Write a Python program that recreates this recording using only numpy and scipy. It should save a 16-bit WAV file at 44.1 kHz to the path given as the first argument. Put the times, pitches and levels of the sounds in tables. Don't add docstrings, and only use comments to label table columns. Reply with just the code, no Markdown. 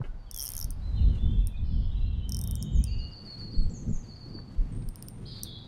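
import sys
import numpy as np
from scipy import signal
from scipy.fft import rfft, irfft
from scipy.io import wavfile
from scipy.ndimage import uniform_filter1d

SR = 44100
rng = np.random.default_rng(int(sys.argv[2]) if len(sys.argv) > 2 else 0)


def inscribe(sig):
    pcm = np.round(np.clip(np.atleast_2d(sig).T, -1, 1) * 32767)
    wavfile.write(sys.argv[1], SR, pcm.astype(np.int16))


def amplitude_ratio(level_db):
    exponent = np.asarray(level_db, float) / 20
    return 10 ** exponent


N = 250309
TIME = np.arange(N) / SR


def unit(x):
    return x / np.sqrt(np.mean(x ** 2))


def coloured(points):
    hz, db = np.transpose(points)
    bins = np.log(np.arange(N // 2 + 1) * SR / N + 1)
    shape_db = np.interp(bins, np.log(hz), db, left=-90)
    return unit(irfft(rfft(rng.standard_normal(N)) * amplitude_ratio(shape_db), N))


def walk(rate_hz):
    hold = int(SR / rate_hz)
    steps = np.repeat(rng.standard_normal(N // hold + 1), hold)
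    return unit(uniform_filter1d(uniform_filter1d(steps, hold), hold)[:N])


def swell(peak_s, fade_s, level_db):
    squareness = 1.464
    return amplitude_ratio(2 * (level_db - 20 * (np.abs(TIME - peak_s) / fade_s) ** squareness))


def echoes(x, t60_s, gap_s):
    t = np.arange(40000) / SR
    onset = np.clip(t / gap_s, 0, 1) ** 2
    tail = rng.standard_normal(len(t)) * amplitude_ratio(-60 * t / t60_s) * onset
    return signal.fftconvolve(x, tail / np.sqrt(np.sum(tail ** 2)))[:N]


def add(out, start_s, piece):
    i = int(start_s * SR)
    out[i:i + len(piece)] += piece[:N - i]


def ring(hz, t60_s, level_db, rise_s, detune):
    t = np.arange(3000)[:, None] / SR
    pitch_chance, phase_chance = rng.standard_normal((len(hz), 2)).T
    phase = 2 * np.pi * (hz * (1 + detune * pitch_chance) * t + phase_chance)
    envelope = amplitude_ratio(level_db - 60 * t / t60_s) * (1 - np.exp(-(t / rise_s) ** 2))
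    return np.sum(envelope * np.sin(phase), axis=1)


# pitch_hz, density_db (per Hz)
TOWN_SPECTRUM = [(40, -30), (60, -3), (140, -15), (400, -28.5), (800, -27.5), (1300, -35), (2600, -46),
                 (4500, -47), (8000, -61.5), (12600, -65), (13200, -90), (16500, -100)]


def town_hum():
    return coloured(TOWN_SPECTRUM) * amplitude_ratio(-52.5 + 0.35 + 1.1 * walk(5.25))


# pitch_hz, density_db (per Hz)
RUSTLE_SPECTRUM = [(300, -6.5), (800, 1.5), (2000, -3), (4000, -8.5), (8000, -15.5), (12600, -23),
                   (14500, -41.5)]
# peak_s, fade_s (to fall 20 dB), level_db
SLEEVES = [
    (.052, 0.05, -62),
    (.5, 0.3, -60.5),
    (1.1, 0.7, -65.5),
    (3.4, 0.5, -64),
    (4.0, 2.5, -67.5),
    (4.7, 0.3, -68),
    (5.25, 0.8, -64),
]


def rustle():
    leaves_db = -76
    grains = amplitude_ratio(1.5 * walk(150) + 1.2 * walk(25))
    power = amplitude_ratio(2 * leaves_db) + sum(swell(*move) for move in SLEEVES)
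    return unit(coloured(RUSTLE_SPECTRUM) * grains) * np.sqrt(power)


def whistles(notes, wobble, flutter_db, attack_s):
    out, shake = np.zeros(N + SR), np.tile(walk(90), 2)
    for start_s, length_s, *hz, level_db in notes:
        u = np.linspace(0, 1, int(length_s * SR))
        bend = np.polyfit(np.linspace(0, 1, len(hz)), hz, len(hz) - 1)
        unsteady = 1 + wobble * shake[int(start_s * SR):][:len(u)]
        pitch_hz = np.polyval(bend, u) * unsteady
        breath = np.clip(np.minimum(u, 1 - u) * length_s / attack_s, 0, 1)
        tone = np.sin(2 * np.pi * np.cumsum(pitch_hz) / SR)
        add(out, start_s, np.sqrt(2) * amplitude_ratio(level_db) * breath * tone)
    return out[:N] * amplitude_ratio(flutter_db * walk(40))


# start_s, length_s, pitch_hz, level_db
HELD = [(.075, 0.05, 1500, -66), (.17, 0.216, 4600, -71), (0.399, 0.34, 1374, -71),
        (.445, 0.043, 2950, -60), (0.575, .05, 3700, -64), (.815, 0.29, 4013, -61),
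        (0.927, 0.18, 3615, -61), (1.175, 0.23, 3496, -56.5), (1.27, 0.079, 3170, -56.5),
        (1.33, 0.18, 2684, -68), (1.42, 0.085, 2476, -73), (1.45, 0.15, 3530, -67.5),
        (1.53, 0.042, 2508, -58.5), (1.56, 0.014, 4320, -68), (1.799, 0.14, 3250, -65.5),
        (1.55, .07, 3560, -63), (2.045, 0.0615, 2810, -60.5), (2.869, 0.2, 2868, -55.5),
        (3.54, 0.201, 7720, -76), (3.80, .1, 7820, -82), (4.96, 0.21, 8840, -61), (5.635, .03, 4700, -62),
        (.5, .045, 3650, -66), (2.29, .08, 3700, -66)]
# start_s, length_s, start_hz, end_hz, level_db
SLURS = [(.26, 0.056, 3520, 2780, -65), (0.799, 0.03, 4720, 4140, -73), (0.966, 0.048, 3150, 2744, -57.5),
         (1.015, 0.023, 2710, 2300, -64), (1.2, 0.068, 2820, 3200, -65), (2.124, .03, 4060, 3250, -58.5),
         (1.63, .08, 3150, 2840, -69), (2.181, 0.2, 3009, 3152, -57.5), (2.535, 0.085, 7690, 6250, -59.5),
         (2.59, .08, 7600, 6300, -64), (2.775, .08, 7450, 6100, -63), (2.721, .085, 7460, 5960, -57),
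         (2.785, .09, 2350, 2830, -65), (2.889, 0.096, 2455, 2710, -60), (4.715, .06, 8230, 9050, -63),
         (5.252, 0.02, 3600, 5190, -53), (5.275, 0.15, 4840, 4440, -53.5), (5.305, 0.03, 4400, 3180, -50),
         (5.45, .042, 3950, 3260, -48)]
# start_s, length_s, start_hz, end_hz, level_db
SAGS = [
    (.322, .115, 3640, 3150, -54.5),
    (1.058, .13, 3320, 2790, -59),
    (1.694, .097, 3590, 3040, -61),
]


def far_notes():
    notes = [(s, length_s, hz, hz, hz, db) for s, length_s, hz, db in HELD]
    for rows, middle in [(SLURS, .48), (SAGS, .7)]:
        for s, length_s, start_hz, end_hz, db in rows:
            middle_hz = start_hz + middle * (end_hz - start_hz)
            notes.append((s, length_s, start_hz, middle_hz, end_hz, db))
    return notes


# start_s, lowest_hz, first_db, second_db
PAIRS = [(2.862, 4464, -51.5, -50.5), (2.985, 4410, -49.5, -51.5), (3.114, 4415, -51, -49.5),
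         (3.250, 4325, -48, -49), (3.385, 4313, -47.5, -52), (3.520, 4277, -48.5, -48.5),
         (4.031, 4383, -60.5, -52.5), (4.152, 4390, -55, -50.5), (4.285, 4410, -56.5, -49)]
SCOOP_HZ = [560, 210, 15, 30, 200]


def scooped_pairs():
    scoop_s, gap_s, second_depth = 0.058, 0.053, .74
    flick_s, flick_hz, flick_db = .008, 5700, -17
    notes = []
    for s, lowest_hz, *both_db in PAIRS:
        for k, db in enumerate(both_db):
            pitches_hz = lowest_hz + second_depth ** k * np.array(SCOOP_HZ)
            notes.append((s + k * gap_s, scoop_s, *pitches_hz, db))
        entry_hz = lowest_hz + SCOOP_HZ[0]
        middle_hz = (flick_hz + entry_hz) / 2
        notes.append((s - flick_s, flick_s, flick_hz, middle_hz, entry_hz, both_db[0] + flick_db))
    return notes


# start_s, top_hz, level_db
CHIPS = [(1.388, 3960, -68), (1.474, 3920, -68), (1.566, 3910, -67), (1.914, 3790, -60), (1.962, 3950, -58),
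         (2.012, 4010, -58), (2.06, 4100, -62), (2.175, 4000, -66), (2.226, 3900, -64.5)]
CHIP_HZ = [-300, 0, -130, -700]


def chips():
    return [(s, 0.028, *(top_hz + np.array(CHIP_HZ)), db) for s, top_hz, db in CHIPS]


# start_s, level_db
HIGH_CALLS = [
    (3.693, -53.5),
    (3.880, -53.5),
]
# delay_s, length_s, start_hz, middle_hz, end_hz, level_db
HIGH_PARTS = [
    (0, 0.01, 5000, 6100, 7150, -6),
    (0.01, 0.027, 7070, 7340, 7130, -5),
    (0.042, 0.049, 6950, 6510, 6100, 0.5),
]


def high_calls():
    wall_s, wall_db = .048, -6
    return [(s + delay_s + k * wall_s, *shape, db + part_db + k * wall_db)
            for s, db in HIGH_CALLS for delay_s, *shape, part_db in HIGH_PARTS for k in range(2)]


# start_s, length_s, low_hz, high_hz, level_db
BUZZES = [(1.632, .22, 4050, 5300, -60), (2.39, 0.4, 3560, 3750, -54.5), (2.44, 0.38, 2980, 3260, -53.5),
          (1.93, 0.3, 2680, 3300, -58), (1.76, .2, 2900, 3600, -58.5), (5.257, .08, 3850, 5100, -48),
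          (5.25, .12, 3150, 4150, -51), (5.276, .16, 4300, 4900, -48.5), (5.455, 0.13, 3330, 3950, -43.5),
          (5.44, 0.18, 3700, 4800, -57), (5.32, 0.15, 3600, 4400, -49), (5.46, 0.13, 3700, 4250, -51.5),
          (.45, 0.29, 4400, 5100, -63), (4.76, 0.16, 8450, 9250, -61.5)]


def buzzes():
    out, shake = np.zeros(N), walk(70)
    for start_s, length_s, low_hz, high_hz, level_db in BUZZES:
        span_hz = high_hz - low_hz
        sweeps_per_s = 40 + 19 * span_hz / 1000
        u = np.linspace(0, 1, int(length_s * SR))
        uneven = 1.6 * shake[int(start_s * SR):][:len(u)]
        sweep = np.sin(2 * np.pi * sweeps_per_s * u * length_s + uneven)
        pitch_hz = low_hz + span_hz * (1 + sweep) / 2
        envelope = amplitude_ratio(level_db - 2.5 * u) * np.clip(u / 0.035, 0, 1)
        add(out, start_s, envelope * np.sin(2 * np.pi * np.cumsum(pitch_hz) / SR))
    return out


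def birds():
    clear = whistles(scooped_pairs() + chips() + high_calls(), .005, 1.2, .004)
    far = whistles(far_notes(), .015, 2, .008)
    harsh = buzzes()
    direct = amplitude_ratio(-2.5) * clear + amplitude_ratio(-4.5) * far + amplitude_ratio(-9) * harsh
    trees = echoes(amplitude_ratio(-5) * clear + amplitude_ratio(-5.5) * far + amplitude_ratio(-4) * harsh, .2, .004)
    fronts = echoes(amplitude_ratio(-10.5) * clear + amplitude_ratio(-8) * far + amplitude_ratio(-6) * harsh, .9, .035)
    return direct + trees + fronts


# peak_s, fade_s (to fall 20 dB), level_db, eddy_size (-.5 thud, 1 boom, 2 flap, 3 flutter)
GUSTS = [(0.01, 0.0054, -40, 1.3), (.08, 0.7, -34, -0.33), (.72, 0.21, -19.5, 0), (.86, .5, -27.5, .4),
         (1.002, 0.1041, -17.5, 0.7), (1.06, 0.18, -13.5, 0.2), (1.1, 0.19, -33, 2.2), (1.3, .22, -29, 1.5),
         (1.74, 0.12, -33, 1.8), (1.27, 0.19, -16, 0.2), (1.44, 0.12, -18.5, 0.06), (1.499, 0, -27.5, 1),
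         (1.63, 0.07, -26.5, 1), (1.68, 0.5, -27, -0.9), (1.741, 0.16, -21.5, 0.4),
         (1.85, 0.45, -22, -0.07), (2.06, 0.26, -21.5, 0.5), (2.13, 0.43, -25.5, 0.5),
         (2.36, 0.37, -29.5, 1.2), (2.54, 0.13, -26, 0.8), (2.68, 0.15, -31, 2), (2.79, .09, -21, 1),
         (2.9, 0.21, -30, 1), (3.0, 0.1, -30, -0.9), (3.61, 0.0955, -25.5, 1.3), (3.665, 0.0354, -22.5, 1),
         (3.902, 0.0545, -21.5, 1.5), (3.941, 0.11, -26.5, 0), (4.36, 0.1, -36, 2.4),
         (4.37, 0.15, -32.5, -1.9), (4.66, 0.12, -26.5, 0.1), (4.77, 0.2, -36.5, 2),
         (4.79, 0.12, -27.5, -0.9)]
# time_s, level_db
BREEZE = [(0, -49.5), (.15, -75.5), (.4, -60), (.7, -49.5), (1.5, -45.5), (1.57, -65), (1.7, -54),
          (3.2, -48), (3.55, -39.5), (3.85, -40), (4.13, -45), (4.8, -42), (5.0, -48), (5.2, -41.5),
          (5.68, -47.5)]
WIND_EDGES_HZ = [20, 45, 100, 220, 500]
EDDY_SIZES = [-0.47, 0.98, 1.9647, 3.5]
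BREEZE_SIZES_DB = [-7, -12, -1.5, -11.5]


def wind():
    bigger_db, smaller_db = -17.5, -12.5
    breeze_db = np.interp(TIME, *np.transpose(BREEZE))
    gusts = np.array([swell(*gust[:3]) for gust in GUSTS])
    sizes = np.array(GUSTS)[:, 3]
    out, puffs = 0, amplitude_ratio(2.1 * walk(21.954))
    for low, high, size, calm_db in zip(WIND_EDGES_HZ, WIND_EDGES_HZ[1:], EDDY_SIZES, BREEZE_SIZES_DB):
        eddy = coloured([(.7 * low, -25), (low, 0), (high, -11), (1.4 * high, -30),
                         (4 * high, -75), (20000, -140)])
        eddy = eddy / uniform_filter1d(eddy ** 2, int(2.5 * SR / low)) ** .35
        share_db = np.where(sizes > size, bigger_db * (sizes - size), smaller_db * (size - sizes))
        power = amplitude_ratio(2 * share_db) @ gusts + amplitude_ratio(2 * (breeze_db + calm_db))
        out = out + unit(eddy * puffs) * np.sqrt(power)
    return out


# start_s, pitch_hz, level_db, peak_s (to the strongest swing)
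THUMPS = [(.0028, 122, -23, .008), (1.049, 44, -20, .02), (1.262, 46.5, -18.5, 0.019),
          (1.378, 39, -15.5, 0.023), (2.005, 43, -17.5, .022), (2.75, 30, -17.5, 0.017),
          (2.93, 23.5, -25.5, 0.051), (3.572, 23, -13, 0.021), (3.625, 19.8, -16.5, .022),
          (3.925, 17.6, -20.5, 0.021), (4.576, 31.2, -15.5, .024), (4.86, 28, -26, 0.021)]
# start_s, level_db, pitch_hz
SLAPS = [(0.691, -42, 250), (0.776, -45, 245), (0.904, -38, 218), (0.993, -33, 207), (1.171, -37, 207),
         (1.247, -33, 221), (1.352, -37, 207), (1.483, -43, 207), (1.725, -41, 261), (1.862, -46, 207),
         (1.984, -42, 213), (2.085, -39, 207), (2.184, -42, 231), (2.418, -42, 207), (2.504, -45, 240),
         (2.645, -36, 207), (2.72, -40, 248), (2.922, -41, 250), (3.115, -45, 234), (3.249, -46, 256),
         (3.363, -45, 218), (3.483, -39, 234), (3.538, -34, 253), (3.629, -36, 210), (3.732, -36, 215),
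         (3.82, -38, 245), (4.032, -42, 210), (4.083, -41, 229), (4.261, -38, 275), (4.3, -42, 242),
         (4.349, -33, 288), (4.481, -42, 215), (4.613, -39, 264), (4.657, -37, 234), (4.713, -36, 250),
         (4.767, -37, 231), (4.827, -39, 242), (4.988, -49, 240), (5.178, -39, 250), (5.335, -41, 207)]


def thumps():
    out, t = np.zeros(N), TIME[:SR // 4]
    slaps = [(s, hz, db - 2, 1.1 / hz) for s, db, hz in SLAPS]
    for start_s, hz, level_db, peak_s in THUMPS + slaps:
        envelope = (t / peak_s * np.exp(1 - t / peak_s)) ** 2
        add(out, start_s, -amplitude_ratio(level_db) * envelope * np.sin(2 * np.pi * hz * t))
    return out


# start_s, level_db, pitch_hz, t60_s
KNOCKS = [
    (.003, -45, 420, .07),
    (.015, -45, 1100, .05),
    (.038, -46, 460, .1),
    (.040, -54, 2400, .11),
    (.051, -53, 1400, .06),
    (1.268, -56, 1700, .012),
    (3.885, -56, 1600, .012),
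    (4.387, -47, 1300, .02),
    (4.822, -60, 4300, .04),
]


def knocks():
    out = np.zeros(N)
    spread = np.array([.55, .65, .8, .9, 1.0, 1.1, 1.25])
    for start_s, level_db, hz, t60_s in KNOCKS:
        add(out, start_s, ring(hz * spread, t60_s, level_db - 2.5, 0.00044, 0.062))
    return out


# start_s, peak_db
KNOB = [
    (4.8886, -31.5),
    (4.9576, -31),
    (5.025, -27),
    (5.0845, -28),
]
# pitch_hz, t60_s, level_db
KNOB_MODES = [(2980, 0.0039, -20), (5150, 0.0031, -3), (8880, 0.00337, -0.5), (10110, 0.0044, -3),
              (11860, 0.0049, -9), (14650, 0.0048, -8)]


def knob_notches():
    out = np.zeros(N)
    for start_s, peak_db in KNOB:
        notch = ring(*np.transpose(KNOB_MODES), 0.0004, 0.017)
        add(out, start_s, notch * amplitude_ratio(peak_db - 0.5) / np.abs(notch).max())
    return out


# start_s, rim_db, cup_db, spring_db
TICKS = [(0.3124, -40.0, -42, -45), (0.3444, -37.5, -46.0, -38), (0.363, -39.0, -44, -39),
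         (0.3757, -41.0, -40.0, -40), (0.387, -41, -47.0, -36), (0.3954, -34, -53.0, -38.0),
         (0.4038, -32.5, -48, -44.0), (0.4114, -39, -43.0, -38.0), (0.4188, -37.0, -38, -42),
         (0.4257, -38.0, -35.0, -36.0), (0.4326, -40, -38.0, -40.0), (0.4393, -44.0, -40.0, -36.0),
         (0.4464, -44.0, -45.0, -39.0), (0.4535, -44.0, -40, -37.0), (0.4607, -39.0, -39.5, -37.0),
         (0.4687, -37, -42.0, -42.0), (0.4785, -37.0, -43.0, -39.0), (0.4896, -38, -39.0, -36.0),
         (0.503, -47.5, -38.0, -39), (0.5191, -48.0, -39.5, -41.0), (0.5363, -42.0, -46.0, -39.0),
         (0.552, -45.0, -43, -38.0), (0.5666, -41.0, -42.0, -35.0), (0.5785, -36.0, -41, -38.0),
         (0.5904, -39.0, -44.0, -40.0), (0.601, -45, -46, -40.0), (0.613, -36.0, -48.0, -43),
         (0.6268, -35.5, -48.0, -43.0), (0.6438, -39, -40.0, -40.5), (0.7058, -45.5, -39.0, -43.0),
         (1.4715, -47.5, -38.5, -42), (2.2934, -43.0, -41.5, -43.0), (2.3211, -35.5, -41.5, -42.0),
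         (2.346, -36.5, -41.0, -44.5), (2.3685, -39.5, -41.0, -45.0), (2.3904, -41.0, -39.5, -44.0),
         (2.4139, -42.5, -39.0, -41.0), (2.4393, -44.0, -42, -42.0), (2.475, -46.0, -45, -39.0),
         (2.5108, -44.0, -39.0, -39.5), (2.5543, -42.0, -40.5, -43.0), (2.626, -37.5, -40.0, -48),
         (2.84, -38.0, -34.5, -50), (5.4338, -35.0, -32.5, -39)]
# pitch_hz, t60_s, level_db
SPOOL_MODES = [(4440, 0.0068, -23), (5550, 0.0071, 2.5), (6280, 0.0043, 1.5), (7196, 0.0071, -18),
               (8140, 0.0058, -7), (9066, 0.0062, 5), (9900, 0.003, 1.5), (11270, 0.0057, 6),
               (12800, 0.0061, 5.5), (14000, 0.0045, -28), (15000, 0.0073, 0)]
SPOOL_PART = [0, 0, 0, 2, 2, 1, 3, 3, 4, 4, 5]
PART_DB = [0, 0.5, -5, -2.5, -4, -7.5]
PART_DRIVER = [0, 1, 1, 2, 2, 2]
PART_SCATTER_DB = [0, 0, 3, 3, 3]
# time_s, upper_over_lower_db
RIM_TILT = [(.313, -1), (.364, 8), (.39, -4), (.42, -4), (.436, 11), (.46, -5), (.49, 7), (.52, -2),
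            (.553, -2), (.566, 10), (.602, 11), (.613, -8), (.63, -5), (.644, 6), (.706, 8), (2.29, -4),
            (2.35, -11), (2.39, 3)]
RIM_SHARE = np.array([0, -.5, .5, 0, 0, 0, 0, 0, 0, 0, 0])


def drag_ticks():
    out = np.zeros(N)
    hz, t60_s, mode_db = np.transpose(SPOOL_MODES)
    snap = amplitude_ratio(-60 * TIME[:400] / 0.0057)
    for start_s, *drive_db in TICKS:
        scatter_db = PART_SCATTER_DB * rng.standard_normal(len(PART_SCATTER_DB))
        parts_db = np.array(drive_db)[PART_DRIVER] + PART_DB + np.append(scatter_db, 0)
        tilt_db = np.array(RIM_SHARE) * np.interp(start_s, *np.transpose(RIM_TILT), right=0)
        level_db = mode_db + 11 + parts_db[SPOOL_PART] + tilt_db
        add(out, start_s - .0003, ring(hz, t60_s, level_db, 0.00051, 0.013))
        scrape = np.diff(rng.standard_normal(402), n=2) / 3.4
        add(out, start_s, amplitude_ratio(np.mean(parts_db) + 11) * snap * scrape)
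    return signal.sosfilt(signal.butter(6, 15900, fs=SR, output="sos"), out)


def reel():
    ticks = drag_ticks()
    out = ticks + knob_notches()
    add(out, .0082, amplitude_ratio(-18) * echoes(ticks, .008, .0003))
    body = amplitude_ratio(-21.5) * echoes(out, 0.11, 0.0011)
    far_bank = amplitude_ratio(-22.0) * echoes(out, .17, .012)
    return out + body + far_bank


def scene():
    background = town_hum() + rustle() + birds() + wind()
    return (background + thumps() + knocks() + reel())[None]


def band_limit(x):
    return signal.sosfilt(signal.butter(12, 16970, fs=SR, output="sos"), x)


def record(dry):
    opened = dry * np.clip(np.minimum(TIME, TIME[::-1]) / .002, 0, 1)
    rounded = .45 * np.tanh(opened / .45)
    top_cut = signal.ellip(8, .2, 60, 16450, fs=SR, output="sos")
    return band_limit(signal.sosfilt(top_cut, rounded))


dry = scene()
out = record(dry)
inscribe(out)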